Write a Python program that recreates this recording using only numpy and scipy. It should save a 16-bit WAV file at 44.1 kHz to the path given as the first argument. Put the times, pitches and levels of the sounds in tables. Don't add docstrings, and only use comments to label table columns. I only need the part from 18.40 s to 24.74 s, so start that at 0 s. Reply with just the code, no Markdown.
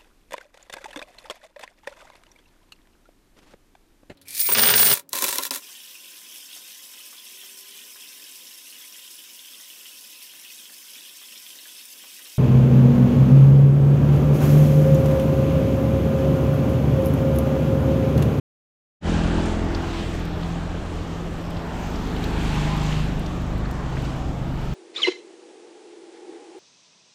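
import sys
import numpy as np
from scipy import signal
from scipy.fft import rfft, irfft
from scipy.io import wavfile
from scipy.ndimage import uniform_filter1d

SR = 44100
rng = np.random.default_rng(int(sys.argv[2]) if len(sys.argv) > 2 else 0)


def unload_wav(signal):
    wavfile.write(
        sys.argv[1],
        SR,
        np.round(np.clip(np.atleast_2d(signal).T, -1, 1) * 32767).astype(np.int16),
    )


N = 279594

LEAVING_BOOM, PASSING_BOOM, DISTANT_BOOM = (4, 5, 7, 8), (6,), (2,)
# time_s, firing_hz, level_db, boom_db for each booming order, tilt_db_per_order
LEAVING_TRACK = [(0.66, 42.07, -29.5, -1, 4, 1, 2, -0.27), (0.84, 42.22, -28.5, 2, 1, -2.5, -5.5, -0.25),
                 (0.98, 42.09, -29.5, -2.5, 1, 3, 8, -0.13), (1.14, 42.28, -32, -8, 4, 4, 0.5, -0.19),
                 (1.27, 42.21, -30.5, -9, 1, 3, 4.5, -0.13), (1.4, 42.24, -32, -11, -9, 1, 1.5, -0.22),
                 (1.56, 42.07, -37, -8, -11, 0, 4.5, 0.086), (1.86, 42.1, -34.5, -2.5, -8, 2.5, 0, -0.57),
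                 (2.14, 42.04, -39.5, 7, -4, 3, 1, -0.61), (2.3, 42.3, -37, 0.5, -1, -3, -7, -0.76),
                 (2.5, 41.9, -38, 1.5, -6, -1, 0, -0.95), (2.76, 41.9, -41.5, 3.5, 0, 0, -10, -0.71),
                 (3.4, 41.65, -42, 0.5, -6, 0, 5.5, -0.58), (4.2, 41.9, -42.5, -3, -3, 0, -1, -0.69)]
PASSING_TRACK = [(3.4, 25.96, -41.5, -6, 0.18), (3.84, 25.87, -35, -4, 0.26), (4.04, 25.5, -30, -4, -0.3),
                 (4.12, 25.5, -31.5, 3.5, -0.2), (4.2, 25.5, -32.5, 6, -0.11), (4.4, 25.4, -33, 9, -0.25),
                 (4.62, 25.4, -32.5, 7.5, -0.5), (4.7, 25.4, -31.5, -2, -0.3),
                 (4.8, 25.4, -32.5, -1.5, -0.22), (4.94, 25.41, -38.5, -2.5, -0.038),
                 (5.16, 25.56, -31.5, -4, -0.94), (5.6, 25.64, -39.5, 3.5, -0.1),
                 (6.34, 25.38, -36.5, -1, -0.6)]
DISTANT_TRACK = [(4.9, 64.56, -37, 0.12, 0.16), (5.6, 65.2, -35, 1.2, 0.092),
                 (6.34, 65.1, -34, -0.69, 0.09)]
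LEAVING_ORDERS_DB = [1.2, 1, -16, 4.5, -4, -7.5, -5, -4.5, -11, -10.5, -21.5, -19, -21.5, -19, -16, -23,
                     -24, -23, -19, -15, -16]
PASSING_ORDERS_DB = [-3, 3.5, -5, -6, -6.5, 1.5, -2, -8, -6.5, -9, -10.5, -10, -16, -15.5, -15.5, -12.5,
                     -17]
DISTANT_ORDERS_DB = [-1.5, -0.2, -14.5, -15.5, -14]
# time_s, pitch_hz, level_db
WHINE_TRACK = [(4.0, 880, -57), (4.1, 860.5, -44.5), (4.2, 823, -41), (4.3, 823, -38.5), (4.45, 807, -42),
               (4.6, 812, -47), (4.7, 789, -56)]
# time_s, roar_db, spray_db
TYRE_TRACK = [(0.72, -33.5, -37.5), (1.09, -36, -42), (1.33, -36, -44), (1.6, -40, -39), (1.7, -40, -44),
              (2.02, -40, -45.5), (2.54, -42, -47.5), (3.06, -41.5, -48.5), (3.75, -37.5, -44),
              (3.94, -36, -40.5), (4.17, -36.5, -36.5), (4.35, -37, -38.5), (4.55, -37, -39),
              (4.66, -38.5, -41.5), (4.77, -40, -45.5), (5.41, -39.5, -49.5), (5.53, -39, -46.5),
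              (5.6, -42, -44), (5.72, -39.5, -47), (5.96, -42, -50.5), (6.34, -41, -47)]
# start_s, level_db, pitch_hz, splash_relative_db
PUDDLE_DROPS = [(1.057, -41.5, 6700, 0), (1.347, -26, 4400, -8), (2.031, -39.5, 3370, 1),
                (3.167, -37.5, 3826, -3.5), (3.556, -40, 4510, -3), (3.764, -37, 3075, -1),
                (3.839, -27.5, 3800, -7), (4.524, -26, 2856, -10), (4.861, -39, 4464, -2),
                (5.255, -37, 4200, -15), (5.258, -29, 1499, -10), (5.311, -45, 5145, -6),
                (5.569, -34.5, 1793, -1.5), (5.651, -36, 4250, -12.5)]
# start_s, level_db, body_relative_db
GROUND_DROPS = [(1.2396, -51, -6), (1.3104, -53, -6), (1.3668, -48, -6), (1.4162, -53, -6),
                (1.4716, -50, -6), (1.694, -51, -6), (1.7494, -48, -6), (1.7953, -46, -6),
                (1.8512, -42, -3), (2.0902, -54, -6), (3.041, -53, -6), (3.1044, -45, 0), (3.257, -54, -6),
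                (3.3669, -53, -7), (3.3982, -49, -6), (3.499, -46, -6), (3.7592, -47, -9),
                (3.8402, -38, -9), (3.905, -46, -10), (4.0348, -48, -10), (4.1475, -52, -6),
                (4.3655, -40, -6), (4.4321, -42, -6), (4.7929, -42, 1), (4.8614, -47.5, -6),
                (4.9612, -50, -6), (5.0175, -52, -6), (5.1782, -46, -6), (5.2804, -53, -6),
                (5.3094, -40, -5), (5.4964, -56, -6), (5.5649, -51, -6), (5.5976, -54, -6),
                (5.6196, -47, -6), (5.6451, -50, -6), (5.7628, -51, -6), (5.7813, -53, -6),
                (5.887, -54, -6), (6.0437, -53, -2), (6.1145, -53, -6), (6.1345, -50.5, -4),
                (6.2542, -52, -8)]
# time_s, level_db
RAIN_TRACK = [(0.8, -81), (1.22, -73), (1.45, -69), (1.86, -65.5), (2.26, -74), (2.88, -70.5),
              (3.75, -62.5), (4.41, -65), (4.6, -66), (5.35, -73), (5.68, -72), (6.34, -68)]
# frequency_hz, relative_density_db
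ROAR_SPECTRUM = [(350, -20), (600, -9), (760, 0.5), (850, -0.5), (950, -2.5), (1300, -4), (1800, -10),
                 (2600, -20.5)]
SPRAY_SPECTRUM = [(1200, -7), (1700, -2.5), (2200, -3), (3000, -1.5), (3600, -4.5), (4500, -10),
                  (6500, -23.5)]
MIST_SPECTRUM = [(2800, -18), (4300, -2.5), (5500, -1), (7600, -3), (8500, -9), (10000, -14),
                 (11500, -23.5), (15000, -42)]
RUMBLE_SPECTRUM = [(8, -17), (18, 1), (30, -2), (60, -1.5), (110, -4), (200, -9.5), (330, -36)]
DRONE_SPECTRUM = [(90, -15), (180, -1.5), (300, 0), (420, -4.5), (480, -6), (650, -6.5), (900, -18.5)]
RAIN_SPECTRUM = [(9500, -9), (11200, -8), (12300, 2), (13500, -5), (15000, -7), (15900, -13)]
# time_s, gain_db
FADE_IN = [(.605, -63), (0.614, -29), (0.631, -11.5), (0.659, -2.5), (.69, 0.5)]


def engine(track, orders_db, boom_orders, wander, rough_db, lag_rad):
    gate, (firing_hz, level_db, *boom_db, tilt_db) = curves(track)
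    booms = dict(zip(boom_orders, boom_db))
    firing_rad = 2 * np.pi * np.cumsum(firing_hz * (1 + wander * walk(20))) / SR
    out = 0
    for order, gain_db in enumerate(orders_db, 1):
        order_db = level_db + gain_db + booms.get(order, 0) + tilt_db * (order - 1)
        phase_rad = order * firing_rad - lag_rad * order ** 2 + 0.31 * np.sqrt(order) * walk(5)
        depth = 0.47 if order in boom_orders else min(order / 3.5, 1)
        waver_db = depth * (rough_db * walk(12) + 1.96 * walk(3.11))
        out -= undb(order_db + waver_db) * np.sqrt(2) * np.cos(phase_rad)
    return gate * out


def gear_whine():
    gate, (pitch_hz, level_db) = curves(WHINE_TRACK)
    phase_rad = 2 * np.pi * np.cumsum(pitch_hz * (1 + 0.01104 * walk(40))) / SR
    upper = undb(-4.5 + 2.5 * walk(29.95)) * np.sin(1.26 * phase_rad + 1.6 * walk(70))
    return gate * undb(level_db + 2 * walk(25.05)) * np.sqrt(2) * (np.sin(phase_rad) + upper)


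def wet_tyres(gust):
    _, (roar_db, spray_db) = curves(TYRE_TRACK)
    mist_db = -50.5 + 0.43 * (roar_db + 40) + 0.64 * (spray_db + 40)
    roar = shaped_noise(ROAR_SPECTRUM, 2.03, 6, per_octave=6)
    spray = shaped_noise(SPRAY_SPECTRUM, 1.1, 14, per_octave=4, wet=0.23, drops_per_s=180)
    mist = shaped_noise(MIST_SPECTRUM, 1.5, 10, per_octave=3, wet=0.46, drops_per_s=240)
    return undb(roar_db) * roar + undb(spray_db + 0.5 * gust) * spray + undb(mist_db + 1.1 * gust) * mist


def puddle_plinks(samples=1500):
    out, t = np.zeros(N + samples), np.arange(samples) / SR
    attack = (1 - np.exp(-t / 0.0011)) ** 2
    splash_decay = np.exp(-t / 0.0034) + 0.24 * np.exp(-t / 0.015)
    for start_s, level_db, pitch_hz, splash_db in PUDDLE_DROPS:
        bubble = 5.5 * attack * np.exp(-t / 0.0011) * np.sin(2 * np.pi * pitch_hz * t * (0.94 + 22 * t))
        hiss = bandpass(rng.standard_normal(samples), 0.66 * pitch_hz, min(1.37 * pitch_hz, 15000), order=3)
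        splash = 1.63 * attack * splash_decay * unit_rms(hiss)
        out[int(start_s * SR):][:samples] += undb(level_db) * (bubble + undb(splash_db) * splash)
    return out[:N]


def ground_ticks(samples=900):
    splash, body = np.zeros((2, N + samples))
    t = np.arange(samples) / SR
    attack = (1 - np.exp(-t / 0.00093)) ** 2
    decay = np.exp(-t / 0.0027) + 0.24 * np.exp(-t / 0.0076)
    for start_s, level_db, body_db in GROUND_DROPS:
        burst = undb(level_db) * attack * decay * rng.standard_normal(samples)
        splash[int(start_s * SR):][:samples] += burst
        body[int(start_s * SR):][:samples] += undb(body_db) * burst
    return (1.9 * bandpass(splash, 11800, 14000) + 2 * bandpass(body, 5000, 10500))[:N]


def traffic(floor_db=-36, bike_db=-31.5, recede_from_s=0.85, recede_db_per_s=13.5):
    receding_s = np.maximum(np.arange(N) / SR - recede_from_s, 0)
    gain = np.hypot(undb(floor_db), undb(bike_db - recede_db_per_s * receding_s))
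    rumble = undb(2.5) * shaped_noise(RUMBLE_SPECTRUM, 0.98, 5.55, per_octave=2)
    drone = shaped_noise(DRONE_SPECTRUM, 1.66, 3.95, per_octave=6)
    return gain * (rumble + drone)


def fine_rain(gust):
    _, (level_db,) = curves(RAIN_TRACK)
    hiss = shaped_noise(RAIN_SPECTRUM, 1.3, 12, per_octave=2, wet=0.73, drops_per_s=220)
    return undb(level_db + 0.9 * gust) * hiss


def shaped_noise(spectrum, flicker_db, flicker_hz, per_octave, wet=0, drops_per_s=100):
    hz, db = np.transpose(spectrum)
    octave = np.log2(np.fft.rfftfreq(N, 1 / SR) + 1e-9)
    gain = undb(np.interp(octave, np.log2(hz), db, -120, -120))
    out = 0
    for centre in np.arange(np.floor(per_octave * np.log2(hz[0])), per_octave * np.log2(hz[-1]) + 1):
        band = np.cos(np.pi / 2 * np.clip(per_octave * octave - centre, -1, 1))
        source = rng.standard_normal(N) + wet * droplets(drops_per_s)
        out += undb(flicker_db * walk(flicker_hz)) * irfft(rfft(source) * gain * band, N)
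    return unit_rms(out)


def droplets(per_s):
    out = np.zeros(N)
    moment, polarity, size = rng.random((1 + int(per_s * N / SR), 3)).T
    out[(moment * N).astype(int)] = np.sign(polarity - 0.5) * undb(14 * size ** 3)
    return unit_rms(out)


def curves(track, fade_s=0.44):
    time_s, *columns = np.transpose(track)
    t = np.arange(N) / SR
    gate = np.clip(np.minimum(t - time_s[0], time_s[-1] - t) / fade_s + 1, 0, 1)
    return gate, [np.interp(t, time_s, column) for column in columns]


def walk(rate_hz):
    hold = int(SR / rate_hz)
    steps = np.repeat(rng.standard_normal(N // hold + 1), hold)
    return 1.284 * uniform_filter1d(uniform_filter1d(steps, hold), hold)[:N]


def bandpass(x, low_hz, high_hz, order=2):
    return signal.sosfilt(signal.butter(order, [low_hz, high_hz], "band", fs=SR, output="sos"), x)


def undb(db):
    return 10 ** (np.asarray(db) / 20)


def unit_rms(x):
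    return x / np.sqrt(np.mean(x ** 2))


def scene():
    leaving = engine(LEAVING_TRACK, LEAVING_ORDERS_DB, LEAVING_BOOM,
                     wander=0.00405, rough_db=2.2, lag_rad=0.1494)
    passing = engine(PASSING_TRACK, PASSING_ORDERS_DB, PASSING_BOOM,
                     wander=0.003, rough_db=1.7, lag_rad=0.1183) + gear_whine()
    distant = engine(DISTANT_TRACK, DISTANT_ORDERS_DB, DISTANT_BOOM,
                     wander=0.00307, rough_db=2.4, lag_rad=0.21)
    gust = walk(10)
    street = traffic() + wet_tyres(gust) + fine_rain(gust)
    return (leaving + passing + distant + street + puddle_plinks() + ground_ticks())[None]


def record(dry):
    time_s, gain_db = np.transpose(FADE_IN)
    fade = undb(np.interp(np.arange(N) / SR, time_s, gain_db, left=-200))
    top_hz = 15750
    return signal.sosfilt(signal.ellip(10, 0.2, 80, top_hz, fs=SR, output="sos"), dry * fade)


dry = scene()
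out = record(dry)
unload_wav(out)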